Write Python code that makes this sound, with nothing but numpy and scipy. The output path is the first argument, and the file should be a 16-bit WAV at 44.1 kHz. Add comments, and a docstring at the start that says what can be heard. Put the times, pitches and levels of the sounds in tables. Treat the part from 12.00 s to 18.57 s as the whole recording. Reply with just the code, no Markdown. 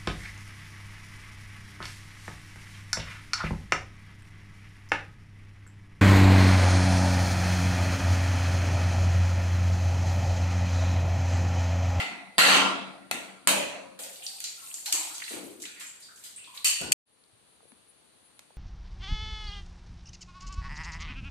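"""Bare tiled room: over the tail of an earlier blow, a heavy knife strikes a coconut three times. The shell
cracks and is prised open; its water gulps out, splashes and trickles into a metal pot; the knife lands on the tiles.
After a cut to silence a quieter shot fades in: hiss, a thin flickering high tone, handling knocks. Impacts are shaped
noise bursts with room tails; water is patchy noise, drops and bubbles; gain control and a limiter hold loud sounds down.
"""
import sys
import numpy as np
from scipy import signal
from scipy.fft import rfft, irfft, next_fast_len
from scipy.io import wavfile
from scipy.ndimage import uniform_filter1d, minimum_filter1d, map_coordinates

SR = 44100
rng = np.random.default_rng(int(sys.argv[2]) if len(sys.argv) > 2 else 0)


def master_out(mix):
    """Clip the mix to full scale and print it as 16-bit PCM to the path in sys.argv[1]."""
    frames = np.transpose(np.atleast_2d(mix))
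    ceiling = np.clip(frames, -1, 1)
    pcm = np.round(ceiling * 32767).astype(np.int16)
    wavfile.write(sys.argv[1], SR, pcm)


N = 289737
LEAD_S = .01  # from the start of an impact buffer to its onset
CUT_S, BACK_S = 4.9303, 5.055  # first shot ends, second begins
SIDES = np.array([[.5], [-.5]])  # splits a left-minus-right dB between the channels


def amp(db):
    """Decibels to gain."""
    return 10 ** (np.asarray(db) / 20)


def unit(x):
    """Scaled to rms 1."""
    return x / np.sqrt(np.mean(x ** 2) + 1e-20)


def along(points, hz):
    """Interpolates (f/Hz, value) points on a log frequency axis."""
    f, v = np.transpose(points)
    return np.interp(np.log(hz + 1), np.log(f + 1), v)


def wobble(rate_hz, size=N):
    """Smooth random curve with rate_hz knots a second."""
    knots = rng.standard_normal(int(size * rate_hz / SR) + 4)
    return map_coordinates(knots, [np.arange(size) * rate_hz / SR])


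def patches(shape, bins, frames):
    """Random field of rms 1, smooth over some bins and frames."""
    field = uniform_filter1d(rng.standard_normal(shape), size=bins, axis=0)
    return unit(uniform_filter1d(field, size=frames, axis=1))


def filtered(x, response):
    """Multiplies the spectrum of x by a complex response of frequency."""
    m = next_fast_len(x.shape[-1] + 8192)
    spectrum = rfft(x, m) * response(np.fft.rfftfreq(m, 1 / SR))
    return irfft(spectrum, m)[..., :x.shape[-1]]


def resonances(modes, f):
    """Causal sum of (f/Hz, width/Hz, level/dB) resonances of alternating sign."""
    total = 0
    for k, (centre, width, db) in enumerate(modes):
        damping = 1j * f * width
        total = total + (-1) ** k * amp(db) * damping / (centre * centre - f * f + damping)
    return total


def hump(hz, width):
    """One spectral hump: a resonance squared; width is a share of hz, at least .05."""
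    return lambda f: resonances([(hz, max(width, .05) * hz, 0)], f) ** 2


# left-right likeness: f/Hz, likeness [0-1]
LIKENESS = [(100, 0.96), (300, 0.18), (600, 0.33), (900, 0.51), (1500, 0.018), (15000, .05)]


def stereo(pair):
    """Mixes two signals as mid and side; likeness per frequency sets their shares."""
    turn = lambda hz: np.arccos(np.clip(along(LIKENESS, hz), -1, 1)) / 2
    mid, side = filtered(pair, lambda hz: np.array([np.cos(turn(hz)), np.sin(turn(hz))]))
    return np.array([mid + side, mid - side])


def add(track, s, sound):
    """Mixes in a sound whose onset, LEAD_S after its start, falls at s."""
    k = round((s - LEAD_S) * SR)
    part = sound[:, max(-k, 0):N - k]
    track[:, max(k, 0):max(k, 0) + part.shape[1]] += part


# room decay: f/Hz, t60/s
ROOM_DECAY = [(100, 1.4), (260, 0.91), (700, 0.83), (1840, 0.71), (4850, 0.65), (12800, 0.4)]
ECHO_REF_DB = -18.5  # tail rms re burst peak at echo_db 0


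def room_tail(size):
    """Overlapping noise grains; each frequency decays at its own t60, unevenly."""
    hz, frame_s = np.fft.rfftfreq(256, 1 / SR), np.arange(size // 128 + 2) * 128 / SR
    shape = (len(hz), len(frame_s))
    lingering_db = 2.89 * patches(shape, 2, 70)
    standout_db = .7 * patches(shape, 20, 2)
    gain = amp(lingering_db + standout_db - 60 * frame_s / along(ROOM_DECAY, hz)[:, None]).T
    window = np.sin(np.pi * (np.arange(256) + .5) / 256)
    grains = irfft(rfft(rng.standard_normal((2, len(frame_s), 256))) * gain) * window
    return (grains[:, :-1, 128:] + grains[:, 1:, :128]).reshape(2, -1)[:, :size]


def impact(colour, db, echo_db, rise_s, size):
    """Short decaying noise burst and its room tail, both through one colour."""
    t = np.maximum(np.arange(size) / SR - LEAD_S, 0)
    start = 1 - np.exp(-t / max(rise_s, 1e-4))
    burst = start * amp(-60 * t / (0.011 + 3 * rise_s)) * rng.standard_normal((2, size))
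    build_up = 1 - np.exp(-t / 0.0017)  # echoes need a few ms to pile up
    tail = room_tail(size) * start * build_up
    burst, tail = filtered(np.array([burst, tail]), colour)
    tail = tail / np.sqrt(np.mean(tail[:, :SR // 10] ** 2))
    return amp(db) * (burst / np.abs(burst).max() + amp(echo_db + ECHO_REF_DB) * tail)


def knocks(table, echo_db, cycles, size):
    """Small impacts, one hump each; the rise time spans some cycles of its centre."""
    out = np.zeros((2, N))
    for s, db, hz, width in table:
        add(out, s, impact(hump(hz, width), db, echo_db, cycles / hz, size))
    return out


# hiss spectrum: f/Hz, relative level/dB
HISS_SPECTRUM = [(18, -57.5), (30, -38), (75, -12.5), (240, -8), (450, -6), (860, -8.5), (2000, -13),
                 (4300, -11), (6000, -18), (8300, -20.5), (8800, -8), (10200, -9.5), (10700, -24),
                 (15000, -27.5)]
# hiss balance: f/Hz, left minus right/dB
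HISS_BALANCE = [(100, 8), (700, -1.5), (2000, 2.5), (4400, -1.5), (8000, 3), (14000, 8)]


def hiss(db):
    """Room and microphone noise: shaped noise, slightly wavering, balance varying with frequency."""
    colour = lambda f: amp(along(HISS_SPECTRUM, f) + SIDES * along(HISS_BALANCE, f))
    noise = filtered(rng.standard_normal((2, N)), colour)
    return amp(db + 0.39 * wobble(7.3)) * unit(noise)


TONE_HZ, TONE_DRIFT_HZ, TONE_JITTER_HZ = 10080, 70.7, 40
TONE_BASE_DB, TONE_SLOW_FLICKER_DB, TONE_FAST_FLICKER_DB = -74.5, 3.5, 6
TONE_SIDES_DB = [[5], [-1.5]]  # left, right re base


def high_tone():
    """Thin flickering high sine, random in pitch and level, stronger on the left."""
    hz = TONE_HZ + TONE_DRIFT_HZ * wobble(9) + TONE_JITTER_HZ * wobble(40)
    tone = np.sin(2 * np.pi * np.cumsum(hz) / SR)
    level_db = TONE_BASE_DB + TONE_SLOW_FLICKER_DB * wobble(14) + TONE_FAST_FLICKER_DB * wobble(30)
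    return amp(TONE_SIDES_DB) * amp(level_db) * tone


# knocks close to the phone: t/s, burst level/dB, f/Hz, width/f
HANDLING_KNOCKS = [(5.238, -50, 4510, .3), (5.326, -63, 110, .6), (5.604, -53.5, 688, 0.98),
                   (5.628, -53, 468, .46), (5.652, -53, 455, 0.74), (5.716, -53.5, 227, .5),
                   (5.718, -48, 1200, 2.3), (6.392, -36.5, 2240, 4.7), (6.505, -51.5, 700, 0.89),
                   (6.55, -60.5, 440, 0.56)]


def handling():
    """Small dry impacts, little room tail."""
    return knocks(HANDLING_KNOCKS, echo_db=-14, cycles=1.17, size=SR // 5)


def bubbles(count):
    """Droplets trap air that rings for a few cycles at a rising pitch."""
    when, pitch, size, side = rng.random((count, 4)).T[:, :, None]
    t = np.arange(1500) / SR
    hz = 1500 * 3.5 ** pitch
    life_s = 14 / hz
    envelope = amp(9.9 * size - 26 * t / life_s) * (1 - np.exp(-8 * t / life_s))
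    blips = envelope * np.sin(2 * np.pi * hz * t * (1 + 0.15 * t / life_s))
    where = ((when * (N - len(t))).astype(int) + np.arange(len(t))).ravel()
    return np.array([np.bincount(where, (blips * share).ravel(), N) for share in (side, 1 - side)])


# trickle level: t/s, level/dB
TRICKLE_LEVEL = [(1.996, -45), (2.4, -45.5), (2.7, -45.5), (3.1, -40), (3.4, -47), (3.58, -57), (3.9, -55),
                 (4.2, -53.5), (4.6, -57), (4.93, -68.5)]
# water spectrum: f/Hz, relative level/dB
WATER_SPECTRUM = [(350, -37.5), (700, -13.5), (1300, -18.5), (2100, -12), (3800, -7.5), (6000, -9),
                  (8800, -1), (12000, -4), (15000, -7.5)]


def trickle():
    """Water running into the pot: patchy fizz, random drop clicks and ringing bubbles."""
    s, db = np.transpose([(1.982, -90)] + list(TRICKLE_LEVEL))
    level_db = np.interp(np.arange(N) / SR, s, db)
    z = signal.stft(rng.standard_normal((2, N)), nperseg=512)[2]
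    patchy = z * amp(2.9 * patches(z.shape[1:], 10, 2))
    fizz = signal.istft(patchy, nperseg=512)[1][:, :N]
    hits = rng.random(N) < 300 / SR  # 300 drops/s on average
    drops = hits * amp(5 * rng.exponential(1, N)) * rng.standard_normal((2, N))
    mix = unit(fizz) + 0.29 * unit(drops) + 0.28 * unit(bubbles(count=260))
    water = filtered(mix, lambda f: amp(along(WATER_SPECTRUM, f)))
    return amp(level_db + 3.1 * wobble(9.9)) * unit(water)


# hollow notes and thuds: t/s, burst level/dB, f/Hz, width/f
PLOP_HITS = [(1.992, -41.5, 556, 0.57), (2.04, -47, 530, 0.072), (2.2, -52, 747, 0.12),
             (2.33, -52, 754, 0.18), (2.572, -48, 1350, 0.044), (2.62, -54.5, 1096, 0.04),
             (2.87, -42, 827, 0.24), (2.92, -48.5, 312.5, 0.15), (2.94, -34.5, 960, 0.54),
             (3.1, -44, 1400, .17), (3.305, -37.5, 380, 0.85), (3.33, -37, 328, 0.64),
             (3.36, -39, 407, 1.8), (4.085, -46.5, 1480, 0.31), (4.472, -46, 1045, 0.19),
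             (4.56, -49.5, 1133, 0.043), (4.645, -48, 633, 0.33), (4.807, -31.5, 335, 1.8),
             (4.815, -38, 1450, .08)]


def plops():
    """Slow-rising hollow humps with a strong room tail."""
    return knocks(PLOP_HITS, echo_db=7, cycles=7, size=3 * SR // 5)


# water leaving the shell: t/s, burst level/dB, f/Hz, width/f
GULP_HITS = [(3.2, -30, 2800, 1.7), (3.219, -26, 2030, 0.43), (3.238, -27.5, 3930, 0.41),
             (3.278, -28, 2230, 0.4), (3.635, -37, 2090, .2), (3.652, -29.5, 2880, .6),
             (3.812, -31.5, 2200, 1.2), (4.574, -25, 3890, .3)]


def gulps():
    """Close, dry gulps: slow-rising humps with a weak room tail."""
    return knocks(GULP_HITS, echo_db=-5.5, cycles=9, size=SR // 3)


# splashes into the pot, fibre snaps: t/s, burst level/dB, f/Hz, width/f, softness [0-1]
SNAP_HITS = [(1.990, -25.5, 5125, 7.1, 0.2), (2.034, -26.5, 5540, 1.9, 0.3), (2.129, -37, 8900, 1.3, .6),
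             (2.157, -38, 3850, .55, 0.45), (2.221, -36, 3060, .55, 0.6), (2.23, -35.5, 9100, 0.55, 1),
             (2.265, -18, 4820, 0.39, 0.01), (2.403, -20.5, 6500, 2.2, .01), (2.440, -18, 5120, 1.02, 0.31),
             (2.469, -43, 2320, 0.56, .64), (2.741, -21.5, 6800, .54, 0.18),
             (2.858, -19.5, 6000, 2.2, 0.55), (2.925, -4.5, 6600, 2.2, .02),
             (2.94, -17.5, 7360, 0.37, 0.33), (3.14, -32.5, 6240, 1, 0.95), (3.24, -34.5, 4420, 0.83, 0.85),
             (3.285, -33, 6350, 1.2, 0.89), (3.33, -29.5, 1670, 1.9, 0.31), (3.439, -35, 10400, 0.25, 0.3),
             (3.599, -36, 6650, 1.8, 0.54), (3.619, -27.5, 7160, 1.1, 0.48),
             (3.653, -34.5, 2980, 1.5, 0.68), (3.76, -43, 1990, .4, 0.9), (3.796, -33.5, 7540, 1.5, 0.87),
             (3.805, -33.5, 2400, 1.4, 0.56), (3.866, -32.5, 7400, 0.44, 0.45), (4.0, -43.5, 8250, .7, 0.9),
             (4.021, -41, 4770, 0.51, 0.92), (4.158, -41.5, 7100, .8, 0.6), (4.228, -47.5, 2660, .7, 0.4),
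             (4.236, -33, 7100, 1.8, 0.83), (4.361, -33.5, 8400, 0.18, 0.54), (4.375, -42, 2470, .5, .8),
             (4.44, -39, 3580, .6, 0.59), (4.543, -36.5, 7100, 6.2, 0.87)]
# pot ring: f/Hz, width/Hz, level/dB
POT_MODES = [(1428, 21, 5), (1986, 53, 6), (2444, 98, -3), (2955, 95, 8), (3860, 89, -8.5),
             (4670, 200, 7.5), (7350, 180, -5), (8280, 140, 4)]
SHARP_RISE_S, SOFT_RISE_S, SHARP_ECHO_DB, SOFT_ECHO_DB = .0004, 0.016, -4, 9.5


def snaps():
    """Splashes and snaps, one hump each, all ringing the pot; softness slows the start and feeds the wash."""
    out = np.zeros((2, N))
    for s, db, hz, width, soft in SNAP_HITS:
        soft = np.clip(soft, 0, 1)
        colour = lambda f: hump(hz, width)(f) * (1 + resonances(POT_MODES, f))
        rise_s = SHARP_RISE_S * (SOFT_RISE_S / SHARP_RISE_S) ** soft
        echo_db = SHARP_ECHO_DB + soft * (SOFT_ECHO_DB - SHARP_ECHO_DB)
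        add(out, s, impact(colour, db, echo_db, rise_s, size=2 * SR // 5))
    return out


# knife meets tiles: t/s, burst level/dB, echo/dB
TILE_CONTACTS = [(4.645, -5.5, 1.5), (4.659, -16.5, 7), (4.686, -27.5, -15), (4.707, -27.5, -8.5),
                 (4.759, -36, -3), (4.813, -20.5, -2.5), (4.9186, -10, -2), (4.9205, 4.5, -5)]
# blade ring: f/Hz, width/Hz, level/dB
BLADE_MODES = [(1970, 160, -9), (2600, 290, 8), (2990, 340, 1.5), (4500, 79, 5.5), (5350, 200, -7.5),
               (6430, 290, 0.5), (7500, 230, -6.5), (8420, 200, 1.5), (9720, 170, -8.5)]
# steel clash: f/Hz, relative level/dB
STEEL_SPECTRUM = [(300, -38.5), (1200, -15.5), (2500, -13), (4500, -5), (8500, -3.5), (12000, -4),
                  (15000, -10.5)]


def clatter():
    """Each tile contact is a broad clash ringing the blade modes."""
    out = np.zeros((2, N))
    colour = lambda f: amp(along(STEEL_SPECTRUM, f)) * (1 + amp(9.0) * resonances(BLADE_MODES, f))
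    for s, db, echo_db in TILE_CONTACTS:
        add(out, s, impact(colour, db, echo_db, 0.00012, size=SR // 2))
    return out


def unsteady_tone(hz, t60_s, t):
    """Decaying tone whose level varies at random, separately in each channel."""
    level_db = 2.9 * np.array([wobble(17, size=len(t)), wobble(15, size=len(t))])
    tone = np.sin(2 * np.pi * (hz * t + rng.random((2, 1))))
    return amp(level_db - 60 * t / t60_s) * tone * (1 - np.exp(-t / .015))


# blows: t/s, crack level/dB, brightness/(dB/octave), echo/dB, boom/dB re crack, cracked [0-1],
# edge tick level/dB, blade note/dB re crack
KNIFE_BLOWS = [(-.1, -18.5, -2, 12.5, -28.5, 0, -40.5, 2.5), (0.3821, 14.5, -1, 0, -40.5, 0.12, -6, -30),
               (1.112, -11.5, -2.5, -5, -37.5, 0.01, -15, -29),
               (1.473, 0, -2.35, -4, -41, 0.88, 2.5, -32.5)]
# whole nut ring: f/Hz, width/Hz, level/dB
WHOLE_MODES = [(712, 89, -10.5), (1386, 39, 3), (1932, 33, -11.5), (2237, 120, -1), (2683, 300, -10),
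               (3534, 64, -11), (3550, 44, -10), (4290, 26, -2)]
# cracked nut ring: f/Hz, width/Hz, level/dB
CRACKED_MODES = [(580, 82, -2), (724, 40, -3), (980, 27, -13), (1410, 17, -11.5), (2190, 80, -8.5),
                 (2530, 270, 2.5), (4250, 59, -18)]
# steel on shell: f/Hz, relative level/dB
CRACK_SPECTRUM = [(60, -45), (100, -37.5), (190, -14.5), (390, -11.5), (680, -5.5), (1400, -2.5),
                  (4300, -1.5), (6000, -8.5), (8500, -6), (12000, -9), (15000, -18)]
# room modes: f/Hz, left/dB, right/dB, t60/s
BOOM_MODES = [(191.6, -0.9, -15, 1.3), (247.4, -1, -14.5, 0.4), (278, 0.5, -11.5, 1.3),
              (330.4, -15.5, -5, 1.5)]
# air note of the opened nut, sinking as it empties: f/Hz, level/dB re crack, t60/s, glide/(Hz/s)
AIR_NOTE = (552, -29.5, 1.36, -45)
EDGE_HZ, EDGE_WIDTH, EDGE_ECHO_DB, EDGE_RISE_S = 8400, 0.95, -8.5, 0.0011
NOTE_HZ, NOTE_WIDTH, NOTE_ECHO_DB = 2030, .07, 9  # note left in the blade
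THUMP_HZ, THUMP_WIDTH, THUMP_AT_0_DB, THUMP_DB_PER_DB = 202, 1.1, -30.5, 1.6  # swings wider than the crack


def blows():
    """Each blow cracks, ticks, thumps, rings shell and blade, and wakes room modes and the opened nut's air."""
    out, t = np.zeros((2, N)), np.maximum(np.arange(3 * SR // 2) / SR - LEAD_S, 0)
    air_hz, air_db, air_t60_s, glide = AIR_NOTE
    for s, db, bright_db, echo_db, boom_db, cracked, tick_db, note_db in KNIFE_BLOWS:
        broken = np.clip(cracked, 0, 1)
        shell = lambda f: (1 - broken) * resonances(WHOLE_MODES, f) + broken * resonances(CRACKED_MODES, f)
        tilt_db = lambda f: bright_db * np.log2((f + 50) / 2000)
        colour = lambda f: amp(along(CRACK_SPECTRUM, f) + tilt_db(f)) * (1 + amp(10.5) * shell(f))
        tick = impact(hump(EDGE_HZ, EDGE_WIDTH), tick_db, EDGE_ECHO_DB, EDGE_RISE_S, size=SR // 2)
        crack = stereo(impact(colour, db, echo_db, 0.00016, size=len(t)))
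        thump_db = THUMP_AT_0_DB + THUMP_DB_PER_DB * db
        thump = stereo(impact(hump(THUMP_HZ, THUMP_WIDTH), thump_db, -12, .002, size=SR // 4))
        note = impact(hump(NOTE_HZ, NOTE_WIDTH), db + note_db, NOTE_ECHO_DB, .001, size=SR // 2)
        boom = sum(amp([[left], [right]]) * unsteady_tone(hz, t60_s, t) for hz, left, right, t60_s in BOOM_MODES)
        air = unsteady_tone(air_hz + glide * t / 2, air_t60_s, t)  # phase of a linear glide
        ringing = amp(db + boom_db) * boom + broken ** 2 * amp(db + air_db) * air
        for sound in (tick, crack, thump, note, ringing):
            add(out, s, sound)
    return out


# hiss level/dB: first shot, second shot
HISS_LEVELS_DB = (-60, -64.5)
SHOT_GAIN_DB = 3.5  # second shot, fully faded in
QUICK_DB, QUICK_S, SLOW_DB, SLOW_S = -32, 0.0093, -8.5, 0.16  # fade-in shortfalls, closing times


def scene():
    """Two shots, one after the other; the second fades in."""
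    t = np.arange(N) / SR
    first = blows() + stereo(snaps() + plops() + gulps()) + clatter() + trickle() + hiss(HISS_LEVELS_DB[0])
    second = stereo(handling()) + hiss(HISS_LEVELS_DB[1]) + high_tone()
    since = np.maximum(t - BACK_S, 0)
    fade_db = SHOT_GAIN_DB + QUICK_DB * np.exp(-since / QUICK_S) + SLOW_DB * np.exp(-since / SLOW_S)
    return first * (t < (CUT_S + BACK_S) / 2) + second * amp(fade_db) * (t > BACK_S)


# microphone response: f/Hz, gain/dB
MIC_RESPONSE = [(3000, -1), (4700, -1), (4900, -7.5), (5800, -3.5), (7000, 0), (8500, 1.5), (10500, -5),
                (13000, -4), (15000, -10)]
# port balance: f/Hz, left minus right/dB
PORT_BALANCE = [(60, 8.5), (150, 9), (300, 10), (600, -0.1), (4000, -1), (9000, 1), (14000, 6.5)]
TOP_HZ, HOLD_RMS_DB, HOLD_S, LIMIT = 14500, -15.5, 0.012, .77


def record(dry):
    """Two microphone ports, gain control, peak limiter, cut to silence, steep band limit."""
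    ports = lambda hz: amp(along(MIC_RESPONSE, hz) + SIDES * along(PORT_BALANCE, hz))
    heard = filtered(dry, lambda hz: ports(hz) / (1 + (hz / TOP_HZ) ** 60))
    keep = np.exp(-1 / (HOLD_S * SR))
    power = signal.lfilter([1 - keep], [1, -keep], np.mean(heard ** 2, axis=0))
    loudness = np.sqrt(power + 1e-12)
    held = heard * np.minimum(1, amp(HOLD_RMS_DB) / loudness)
    need = np.minimum(1, LIMIT / (np.abs(held).max(axis=0) + 1e-9))
    gain = uniform_filter1d(minimum_filter1d(need, size=260), size=130)
    t = np.arange(N) / SR
    edit = np.where(t < BACK_S, np.clip((CUT_S - t) * 1000, 0, 1), 1)  # 1 ms fade, then silence
    return filtered(held * gain * edit, lambda hz: 1 / (1 + (hz / (1.07 * TOP_HZ)) ** 60))


dry = scene()
out = record(dry)
master_out(out)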